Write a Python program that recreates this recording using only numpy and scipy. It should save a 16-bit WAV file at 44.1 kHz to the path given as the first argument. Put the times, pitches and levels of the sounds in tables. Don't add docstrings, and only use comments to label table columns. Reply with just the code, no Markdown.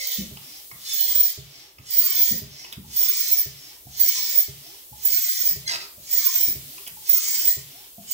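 import sys
import numpy as np
from scipy import signal
from scipy.fft import rfft, irfft, next_fast_len
from scipy.io import wavfile
from scipy.ndimage import uniform_filter1d, map_coordinates

SR = 44100
rng = np.random.default_rng(int(sys.argv[2]) if len(sys.argv) > 2 else 0)


def voltage_ratio(level):
    return 10 ** (np.asarray(level, float) / 20)


def inscribe(sig):
    pcm = np.round(np.clip(np.atleast_2d(sig).T, -1, 1) * 32767)
    wavfile.write(sys.argv[1], SR, pcm.astype(np.int16))


N = 358533
T = np.arange(N) / SR
SIZE = next_fast_len(N + SR)
HZ = np.maximum(np.arange(SIZE // 2 + 1) * SR / SIZE, 1)

# start_s, length_s, hiss_db, middle_share_db, bright_share_db
PUSHES = [
    (-.1, 0.33, -32, -1, -4.5),
    (0.836, 0.49, -30, -1, -2.5),
    (1.892, 0.47, -28, -1.5, -2.5),
    (2.932, 0.5, -27.5, -3, -1),
    (3.963, 0.47, -27, -1.5, -0.5),
    (5.025, 0.51, -28, -2.5, 1.5),
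    (6.081, 0.44, -27.5, -1, 2),
    (7.063, 0.48, -28, 0.5, 5.5),
    (8.084, 0.29, -33.5, 4, 12),
]
# start_s, length_s, first_hz, last_hz, level_db
RETURNS = [
    (0.408, 0.23, 230, 380, -61.5),
    (1.488, 0.23, 237.7, 420, -62.5),
    (2.501, 0.26, 231.7, 444, -57.5),
    (3.55, 0.26, 214.2, 471.4, -61),
    (4.584, 0.2, 210.8, 482, -58.5),
    (5.614, 0.3, 232.4, 465, -53.5),
    (6.639, 0.21, 212, 462, -57),
    (7.67, 0.2, 213.7, 451, -56.5),
]


def rms_one(x):
    return x / np.sqrt(np.mean(x ** 2) + 1e-20)


def in_time(rows):
    s, *columns = np.transpose(rows)
    return [np.interp(T, s, c) for c in columns]


def during(rows, fade=.012):
    return np.clip(np.minimum(T - rows[0][0] + 0.0048, rows[-1][0] + 0.0011 - T) / fade, 0, 1)


def nearest(rows):
    rows = np.array(rows)
    halfway = (rows[1:, 0] + rows[:-1, 0] + rows[:-1, 1]) / 2
    s, length, *rest = rows[np.searchsorted(halfway, T)].T
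    return T - s, s + length - T, np.clip((T - s) / length, 0, 1), *rest


def at_hz(points, hz):
    freqs, levels = np.array(points).T[:2]
    return np.interp(np.log(hz), np.log(freqs), levels)


def colour(x, gain):
    return irfft(rfft(x, SIZE) * gain, SIZE)[..., :N]


def drift(rate):
    r = np.exp(-16 * np.pi * rate / SR)
    slow = signal.lfilter([1], [1, -2 * r, r * r], rng.standard_normal(N // 8 + 6002))[6000:]
    return np.interp(np.arange(N) / 8, np.arange(len(slow)), rms_one(slow - slow.mean()))


def ring(clicks, hz, t60):
    r, w = voltage_ratio(-60 / (t60 * SR)), 2 * np.pi * hz / SR
    return signal.lfilter([0, np.sin(w)], [1, -2 * r * np.cos(w), r * r], clicks + 1e-18)


def strikes(times, sizes):
    out = np.zeros(N)
    out[(np.asarray(times) * SR).astype(int)] = sizes
    return out


def tone(hz, level, wobble_hz, rate, breath):
    phase = 2 * np.pi * np.cumsum(hz + wobble_hz * drift(rate)) / SR
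    in_phase = 1 + breath * np.clip(drift(45), -2, 1)
    quadrature = breath * np.clip(drift(45), -1.5, 1.5)
    return level * (in_phase * np.sin(phase) + quadrature * np.cos(phase))


def diffuse(size):
    alike_below_hz = 1250
    common, own = rng.standard_normal(size), rng.standard_normal((2, size))
    low_pass = signal.butter(2, alike_below_hz, fs=SR, output="sos")
    return own + .8 * signal.sosfilt(low_pass, common - own)


def room_tail():
    # freq_hz, t60_s
    decay_times = [(100, .5), (1000, .45), (5000, .34), (15000, .2)]
    t, noise, tail = np.arange(SR // 2) / SR, rfft(diffuse(SR // 2)), 0
    octave = np.floor(np.log2(np.arange(1, SR // 4 + 2) / 20))
    for k in range(10):
        tail = tail + irfft(noise * (octave == k)) * voltage_ratio(-60 * t / at_hz(decay_times, 56 * 2 ** k))
    tail = tail * np.clip((t - .003) / 0.0015, 0, 1)
    return rfft(tail / np.sqrt(np.sum(tail ** 2) / 2), SIZE)


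def room(x, tail, wet_db, pan_db, lag=14):
    left = colour(x, np.exp(-2j * np.pi * HZ * lag / SR)) * voltage_ratio(pan_db / 2)
    direct = np.array([left, x * voltage_ratio(-pan_db / 2)])
    return direct + voltage_ratio(wet_db) * colour(x, tail)


def room_tone():
    # freq_hz, level_db (per Hz)
    hush_spectrum = [(15, -28), (30, -3), (62, 9), (95, -5.5), (240, -5.5), (340, 0.5), (900, -6),
                     (1500, -7), (2100, -3), (3200, 6.5), (5600, 2), (11000, 3.5), (12400, 7), (15900, 8)]
    # time_s, level_db
    mic_hiss = [
        (0, -2.5),
        (.7, 1.5),
        (1.75, -11.5),
        (2.85, -5),
        (3.8, -3),
        (4.85, -0.5),
        (5.95, -1),
        (6.75, 4),
        (7.85, -1.5),
    ]
    lull_hz = [900, 5460]
    hush = voltage_ratio(-41) * rms_one(colour(diffuse(N), voltage_ratio(at_hz(hush_spectrum, HZ)) * (HZ > 15)))
    treble = colour(hush, 1 / (1 + (4400 / HZ) ** 4))
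    middle = colour(hush, 1 / (1 + (lull_hz[0] / HZ) ** 4) / (1 + (HZ / lull_hz[1]) ** 4))
    lull_depth_db, lull_before_s, lull_s = -11.5, 0.12, 0.073
    lull_db = sum(lull_depth_db * np.exp(-((T - row[0] + lull_before_s) / lull_s) ** 2) for row in PUSHES)
    return hush + (voltage_ratio(in_time(mic_hiss)[0]) - 1) * treble + (voltage_ratio(lull_db) - 1) * middle


def jet_noise(patchy_db=2.8):
    # freq_hz, level_db (per Hz)
    jet_spectrum = [(600, -34), (1000, -24), (1450, -20), (1700, -11), (2200, -10), (2700, -11), (3700, -7),
                    (5400, 0), (7500, -4), (8800, -9), (11000, -10.5), (13000, -10), (14500, -7),
                    (15600, -11)]
    # freq_hz, width_hz, level_db
    barrel = [(1500, 300, -9), (1950, 300, 3), (2260, 55, 6), (2420, 120, -2), (2790, 130, -18),
              (3040, 120, 7), (3510, 60, 4), (3750, 110, -3), (4130, 70, 6), (4300, 60, 4), (4450, 110, -5),
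              (4800, 200, 2), (5450, 600, 4), (6240, 60, 3), (6570, 80, 4), (6930, 60, 2), (7400, 300, 3),
              (9200, 200, -5), (11270, 1100, -2.5), (12300, 500, -2.5)]
    barrel_db = sum(db / (1 + (2 * (HZ - hz) / width) ** 2) for hz, width, db in barrel)
    jet = rfft(rng.standard_normal(SIZE)) * voltage_ratio(at_hz(jet_spectrum, HZ) + barrel_db)
    together = drift(75)
    parts = np.zeros((5, N))
    for hz in 700 * 2 ** np.arange(0, 4.7, 1 / 7):
        window = np.cos(np.pi / 2 * np.clip(7 * np.log2(HZ / hz), -1, 1)) ** 2
        band = irfft(jet * window, SIZE)[:N]
        part = np.searchsorted([2600, 4700, 6200, 9500], hz)
        parts[part] += band * voltage_ratio(patchy_db * (.5 * together + .8 * drift(7)))
    return map(rms_one, parts)


def hiss():
    # low_db, middle_db, bright_db, top_db
    push_shares = [-13, 2, -1, -1]
    # low_db, middle_db, bright_db, top_db
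    intake_shares = [-9, -3.5, -6.5, -8]
    puffs = [-46, -48, -44, -46, -49.5, -68, -51.5, -54]
    low, middle, body, bright, top = jet_noise()

    since, left, way, push_db, fuller_db, brighter_db = nearest(PUSHES)
    out_db = push_db + 3 * (np.sin(np.pi * way) - 1)
    out_db -= 234 * np.maximum(0.031 - since, 0)
    out_db -= 171 * np.maximum(0.043 - left, 0)
    low_db, middle_db, bright_db, top_db = push_shares
    middle_db = middle_db + fuller_db - 0.8555 * T - 2 * way
    bright_db = bright_db + brighter_db - 0.93 * (T - T.mean())
    out = body + voltage_ratio(low_db) * low + voltage_ratio(middle_db) * middle
    out += voltage_ratio(bright_db) * bright + voltage_ratio(top_db) * top

    peak_s, fall_db_per_s2 = 0.1, 904
    in_gain = sum(voltage_ratio(db - fall_db_per_s2 * (T - row[0] - peak_s) ** 2) for row, db in zip(RETURNS, puffs))
    drawn = body + sum(voltage_ratio(db) * part for db, part in zip(intake_shares, (low, middle, bright, top)))
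    inlet_hz, inlet_width_hz, inlet_db = 5410, 590, 6.5
    drawn = colour(drawn, voltage_ratio(inlet_db / (1 + (2 * (HZ - inlet_hz) / inlet_width_hz) ** 2)))

    air = voltage_ratio(-9.5) * (voltage_ratio(out_db) * out + in_gain * drawn)
    late = np.arange(N) - SR * (.0022 + .0004 * drift(.5))
    return air + .45 * map_coordinates(air, [late], order=3)


def whistle():
    # time_s, level_db
    full_pushes = [
        [(0.9, -51), (0.942, -31), (1.004, -28), (1.01, -26), (1.146, -27), (1.154, -18), (1.206, -14.5),
         (1.31, -31.5), (1.33, -49)],
        [(1.9, -36), (1.932, -19.5), (1.958, -23), (1.974, -17), (2.118, -27.5), (2.232, -16.5), (2.244, -30),
         (2.292, -19), (2.4, -36)],
        [(2.93, -41), (3.008, -18), (3.186, -28), (3.208, -19), (3.244, -36), (3.334, -17.5), (3.366, -28),
         (3.392, -17), (3.45, -40)],
        [(3.97, -35), (3.988, -34), (4.006, -13), (4.176, -31), (4.256, -27), (4.264, -30), (4.33, -31),
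         (4.392, -14.5), (4.46, -47)],
        [(5.02, -48), (5.06, -22), (5.114, -28), (5.12, -22.5), (5.28, -28), (5.294, -22), (5.338, -31),
         (5.494, -18), (5.54, -36)],
        [(6.09, -40), (6.114, -27), (6.182, -18), (6.188, -28), (6.272, -21), (6.296, -39), (6.37, -20.5),
         (6.518, -25), (6.54, -37)],
        [(7.07, -48), (7.1, -13.5), (7.124, -31), (7.136, -16), (7.266, -44), (7.284, -25.5), (7.424, -28),
         (7.48, -13.5), (7.57, -42)],
    ]
    # time_s, level_db
    end_pushes = [
        [(0.0, -38), (0.144, -32), (0.224, -41), (0.23, -49)],
        [(8.08, -51), (8.104, -42), (8.114, -22.5), (8.125, -22)],
    ]
    # time_s, pitch_hz
    pitches = [
        [(0, 14740), (.12, 14800), (.23, 14740)],
        [(.9, 14730), (.978, 14936), (1.144, 15070), (1.24, 15030), (1.33, 14800)],
        [(1.9, 14700), (1.986, 15170), (2.074, 15360), (2.2, 15170), (2.3, 15090), (2.4, 14600)],
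        [(2.94, 14600), (3.008, 15073), (3.126, 15386), (3.25, 15330), (3.34, 15130), (3.45, 14520)],
        [(3.97, 14540), (4.002, 14918), (4.116, 15428), (4.22, 15470), (4.312, 15361), (4.41, 14811),
         (4.46, 14420)],
        [(5.03, 14650), (5.062, 14928), (5.164, 15265), (5.3, 15310), (5.434, 15262), (5.54, 14620)],
        [(6.09, 14750), (6.154, 15107), (6.316, 15372), (6.476, 15080), (6.54, 14550)],
        [(7.07, 14750), (7.18, 15347), (7.29, 15420), (7.396, 15386), (7.57, 14700)],
        [(8.09, 14560), (8.125, 14895)],
    ]
    # time_s, peak_db
    surges = [(0.0732, -18.5), (0.1181, -19.5), (0.9358, -16), (1.0086, -10), (1.0844, -26), (1.1528, -8.5),
              (1.9086, -21), (1.9744, -7), (2.0298, -13.5), (2.0986, -17), (2.1969, -10), (2.3381, -23.5),
              (2.9666, -13.5), (3.011, -12), (3.2863, -22), (3.3746, -14.5), (4.0012, -5), (4.0301, -8),
              (4.0701, -1), (4.1773, -26), (4.2257, -16), (4.2916, -19), (4.3579, -6.5), (4.4711, -32),
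              (5.0528, -10), (5.1207, -14), (5.1681, -19), (5.2893, -16), (5.3526, -26), (5.3955, -11),
              (5.4429, -11), (5.4709, -16), (6.1109, -16), (6.1339, -12), (6.2406, -11), (6.3214, -26),
              (6.3584, -13.5), (6.4013, -14), (6.4322, -22), (6.4811, -17), (6.8732, -34), (7.0942, -9.5),
              (7.1331, -11), (7.2369, -23), (7.2713, -23), (7.3815, -15), (7.4349, -16), (8.1139, -17)]
    pushes = end_pushes[:1] + full_pushes + end_pushes[1:]
    (hz,), (level_db,) = in_time(sum(pitches, [])), in_time(sum(pushes, []))
    halo = 1 + .11 * drift(500)
    hz = uniform_filter1d(hz, size=1300)
    level_db = level_db + 3.5
    catch_s, break_db, break_s, sag_db_per_s, top_db = 0.002, -10, 0.0022, 296, -10
    for s, db in surges:
        near = slice(int((s - .03) * SR), int((s + .1) * SR))
        t = T[near] - s + 0.0056
        surge_db = min(db, top_db) - 3.5 - sag_db_per_s * np.maximum(t - 2.9 * catch_s, 0)
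        surge_db = surge_db - 30 * np.exp(-np.maximum(t, 0) / catch_s)
        broken_db = level_db[near] + break_db * np.exp(-((t + 0.0032) / break_s) ** 2)
        level_db[near] = np.maximum(broken_db, np.where(t > 0, surge_db, -99))
    level = sum(map(during, pushes)) * voltage_ratio(level_db)
    return halo * tone(hz, level, wobble_hz=16.7, rate=30.5, breath=0.45)


def valve():
    # time_s, pitch_hz, level_db
    chirps = [
        [(0, 570, -56.5), (.12, 548, -60), (.2, 497, -63), (.28, 470, -72)],
        [(1.97, 1380, -53), (2.06, 1150, -51.5), (2.13, 1030, -58), (2.22, 1000, -86)],
        [(3.03, 1297, -54), (3.12, 1117, -60), (3.22, 1010, -66)],
        [(4.15, 1060, -52), (4.2, 1020, -52), (4.3, 990, -77)],
        [(6.14, 1370, -56), (6.23, 1150, -51.5), (6.29, 1020, -42.5), (6.33, 985, -64), (6.42, 950, -75)],
        [(7.14, 1370, -49), (7.25, 1150, -60), (7.33, 1000, -72), (7.42, 900, -58)],
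    ]
    # time_s, pitch_hz, level_db
    reeds = [
        [(0, 2086, -32), (.08, 2050, -53), (.17, 2040, -62)],
        [(.84, 3570, -56), (.92, 3530, -34.5), (1.0, 3270, -66)],
        [(.85, 5410, -54), (.93, 5300, -34), (1.0, 5240, -56)],
    ]
    # time_s, peak_db, pitch_hz
    pops = [
        (2.844, -66, 876),
        (3.869, -61.5, 748),
        (4.927, -59.5, 858),
        (5.979, -65, 606),
        (6.968, -61, 876),
        (7.981, -58.5, 693),
    ]
    hz, level_db = in_time(sum(chirps, []))
    level = sum(map(during, chirps)) * voltage_ratio(level_db + 3.5)
    out = tone(hz, level, wobble_hz=6.0, rate=40, breath=.12)
    for rows in reeds:
        hz, level_db = in_time(rows)
        out += tone(hz, during(rows) * voltage_ratio(level_db), wobble_hz=35.0, rate=74, breath=1.0)
    for s, db, hz in pops:
        out += ring(ring(strikes([s], voltage_ratio(db - 13.5)), hz, 0.025), hz, 0.028)
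    return out


def thuds():
    # time_s, peak_db, mid_share_db (170-320 Hz), high_share_db (above 320 Hz)
    blow_table = [(0.178, -34.5, 0, -12), (0.714, -45.5, -14.5, -28), (1.012, -77, -21, -22.5),
                  (1.784, -43, -9, -42), (2.04, -64, -4, 3), (2.306, -33, 1, -13.5), (2.767, -33, -6, -36),
                  (2.869, -44.5, -23, -40), (3.853, -41, -12.5, -38), (4.907, -44, -12, -40),
                  (5.502, -47, -22, -21), (5.971, -46.5, -12, -25), (6.468, -40, 0, -14),
                  (6.904, -48, -23, -41), (7.27, -54, -18, -11), (7.977, -50, 2, -35)]
    # freq_hz, level_db, t60_s
    boards = [(67.5, -10.5, 0.33), (90, -11, 0.14), (109.5, -7, 0.12), (137.4, -4.5, 0.3),
              (160, -2.5, 0.093), (211, 3.5, 0.1), (277, 2, 0.067), (344.3, 12, 0.076), (425.6, 4, 0.1),
              (520, -1, 0.08), (629, -3, 0.042)]
    s, peak_db, mid_db, high_db = np.transpose(blow_table)
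    chance, out = rng.normal(0, 1, (len(s), len(boards))), np.zeros(N)
    late = rng.random((len(s), len(boards)))
    for k, (hz, db, t60) in enumerate(boards):
        share_db = high_db if hz > 320 else mid_db if hz > 170 else 0
        arrives = s + .08 * max(hz - 200, 0) / 1000 + 0.00986 * late[::-1, k]
        blows = strikes(arrives, (-1) ** k * voltage_ratio(peak_db + db + share_db + 3.5 * chance[:, k]))
        rebound = 0.41 * np.tanh(chance[::-1, k]) * blows[blows != 0]
        blows += strikes(arrives + 0.00952 + 0.0229 * late[:, k], rebound)
        out += ring(ring(blows, hz, 0.017) * 22.7 / (.06 * SR) * 2, hz, t60)
    return signal.sosfilt(signal.butter(2, 48, "high", fs=SR, output="sos"), out)


def stops():
    # time_s, level_db
    ends = [
        (.31, -39),
        (1.375, -36.5),
        (2.417, -36.5),
        (3.457, -37.5),
        (4.481, -37),
        (5.558, -36.5),
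        (6.552, -37),
        (7.566, -38),
    ]
    # freq_hz, level_db, t60_s
    knock = [(70, -3, 0.23), (93, 5, 0.054), (292, -9.5, 0.077), (406, -4, 0.086), (631, -9.5, 0.092)]
    # after_s, level_db
    boom = [(0, -41), (.012, -1.5), (.035, -2.5), (.06, -3), (.076, -31), (.095, -11), (.15, -23.5),
            (.18, -27), (.3, -57)]
    s, db = np.transpose(ends)
    chance, out = rng.normal(0, 1, (len(s), len(knock))), np.zeros(N)
    for k, (hz, mode_db, t60) in enumerate(knock):
        blows = strikes(s, (-1) ** (k + 1) * voltage_ratio(db + mode_db + 0.91 * chance[:, k]))
        out += ring(ring(blows, hz, 0.015) * 330 * 2 / SR, hz, t60)
    after, boom_db = np.transpose(boom)
    for at, level_db in ends:
        level = voltage_ratio(level_db + np.interp(T - at, after, boom_db, -99, -99))
        out += level * np.sin(2 * np.pi * 138.4 * (T - at) + 0.91)
    return out


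def ticks():
    # time_s, peak_db, ring_hz, top_share_db, low_share_db
    taps = [(0.368, -56, 2960, -3, 1.5), (0.712, -54, 2100, -14, 1), (1.099, -50.5, 4280, -12, -1),
            (1.782, -60.5, 2600, -8, 0), (2.644, -51.5, 2780, -9, -8), (2.724, -48, 3600, 3.5, -44),
            (2.731, -55, 2790, -3, -30), (3.008, -52.5, 3470, -7, 3), (6.778, -57, 2600, 1, 4),
            (6.863, -54, 3090, -6, -30), (6.869, -53.5, 3000, -7, -32), (6.873, -49, 3080, 7, -30)]
    out, t = np.zeros(N), np.arange(2000) / SR
    crackle = rng.standard_normal((len(taps), 2000)) * np.exp(-t / .005) * np.minimum(t / .004, 1)
    for (s, db, hz, top_db, low_db), burst in zip(taps, crackle):
        snap = 0.48 * ring(burst, hz, 0.0052) - 0.11 * ring(burst, 0.65 * hz, 0.0029)
        snap += 0.25 * ring(burst, 5000, 0.0076)
        snap += voltage_ratio(top_db) * np.diff(burst, prepend=0)
        snap += 0.21 * voltage_ratio(low_db) * (ring(burst, 1302, 0.0061) - ring(burst, 855, 0.0044))
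        out[int(s * SR):int(s * SR) + 2000] += voltage_ratio(db + 18.5) * snap
    return out


def intake():
    rows = np.array(RETURNS)
    latest = np.clip(np.searchsorted(rows[:, 0], T) - 1, 0, None)
    s, length, first_hz, last_hz, db = rows[latest].T
    way = np.clip((T - s) / length, 0, 1)
    phase = 2 * np.pi * np.cumsum(first_hz * (last_hz / first_hz) ** way) / SR
    first_mode = (0.71 + 0.57 * drift(30)) * np.sin(phase)
    third_mode = 0.8 * (0.83 + np.tanh(drift(28))) * np.sin(2.4 * phase)
    return voltage_ratio(db) * np.sin(np.pi * way) * (first_mode + third_mode)


def squeak():
    # time_s, slip_rate_hz, level_db, roughness (0-1)
    grips = [
        [(5.652, 2085, -52, .03), (5.672, 2075, -33, .03), (5.688, 2060, -28, .05), (5.696, 1985, -31, .08),
         (5.716, 1960, -38, .15)],
        [(5.68, 1670, -26, .15), (5.688, 1640, -34, .3), (5.698, 1620, -29, .2), (5.708, 1590, -36, .4)],
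        [(5.69, 1250, -40, .3), (5.71, 1000, -36, .3), (5.735, 900, -32, .3), (5.77, 800, -40, .6)],
        [(5.705, 1345, -38, .15), (5.732, 1340, -28, .12), (5.75, 1320, -34, .3), (5.775, 1280, -42, .5)],
        [(5.71, 680, -37, .12), (5.727, 677, -31, .12), (5.745, 668, -36, .4), (5.8, 620, -47, .8)],
        [(5.79, 1345, -45, .5), (5.825, 1320, -35, .4), (5.85, 1270, -42, .6), (5.9, 1200, -58, .8)],
    ]
    # freq_hz, level_db (per Hz)
    skin = [(250, -23), (650, -14.5), (950, -13.5), (1500, -16.5), (2000, -9.5), (2650, -10.5),
            (3300, -14.5), (4000, -9), (4900, -2), (6200, -13), (8200, -16), (9300, -30), (10300, -23),
            (14000, -19)]
    rub, jitter, noise = np.zeros(N), drift(292), rng.standard_normal(N)
    for rows in grips:
        span = slice(int(rows[0][0] * SR) - 200, int(rows[-1][0] * SR) + 200)
        per_s, level_db, rough = (curve[span] for curve in in_time(rows))
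        turns = np.cumsum(per_s * (1 + .14 * rough * jitter[span])) / SR
        harmonics = range(1, int(13000 / rows[0][1]))
        slips = sum(np.cos(2 * np.pi * k * turns + .3 * k * k) for k in harmonics)
        grip = (rms_one(slips) + 1.8 * rough * noise[span]) / np.hypot(1, 1.8 * rough)
        rub[span] += during(rows, fade=0.0027)[span] * voltage_ratio(level_db) * grip
    return colour(rub * voltage_ratio(2.6 * drift(81) + 11.5), voltage_ratio(at_hz(skin, HZ)))


def scene():
    tail = room_tail()
    out = room(valve() + intake(), tail, wet_db=-5.5, pan_db=-4.0)
    out += room(ticks() + squeak(), tail, wet_db=-6.0, pan_db=-2.5)
    out += room(hiss(), tail, wet_db=2.0, pan_db=-3.0)
    out += room(whistle(), tail, wet_db=-3.0, pan_db=-6.0 + 2.8 * drift(21), lag=13.93)
    out += room(stops(), tail, wet_db=-7.0, pan_db=-2.2)
    return out + room(thuds(), tail, wet_db=-3.5, pan_db=-1.0) + room_tone()


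def roll_off(x):
    return signal.sosfilt(signal.butter(12, 17100, fs=SR, output="sos"), x)


def record(dry):
    cut = colour(dry, np.clip((15850 - HZ) / 100, 0, 1))
    return roll_off(cut)


dry = scene()
out = record(dry)
inscribe(out)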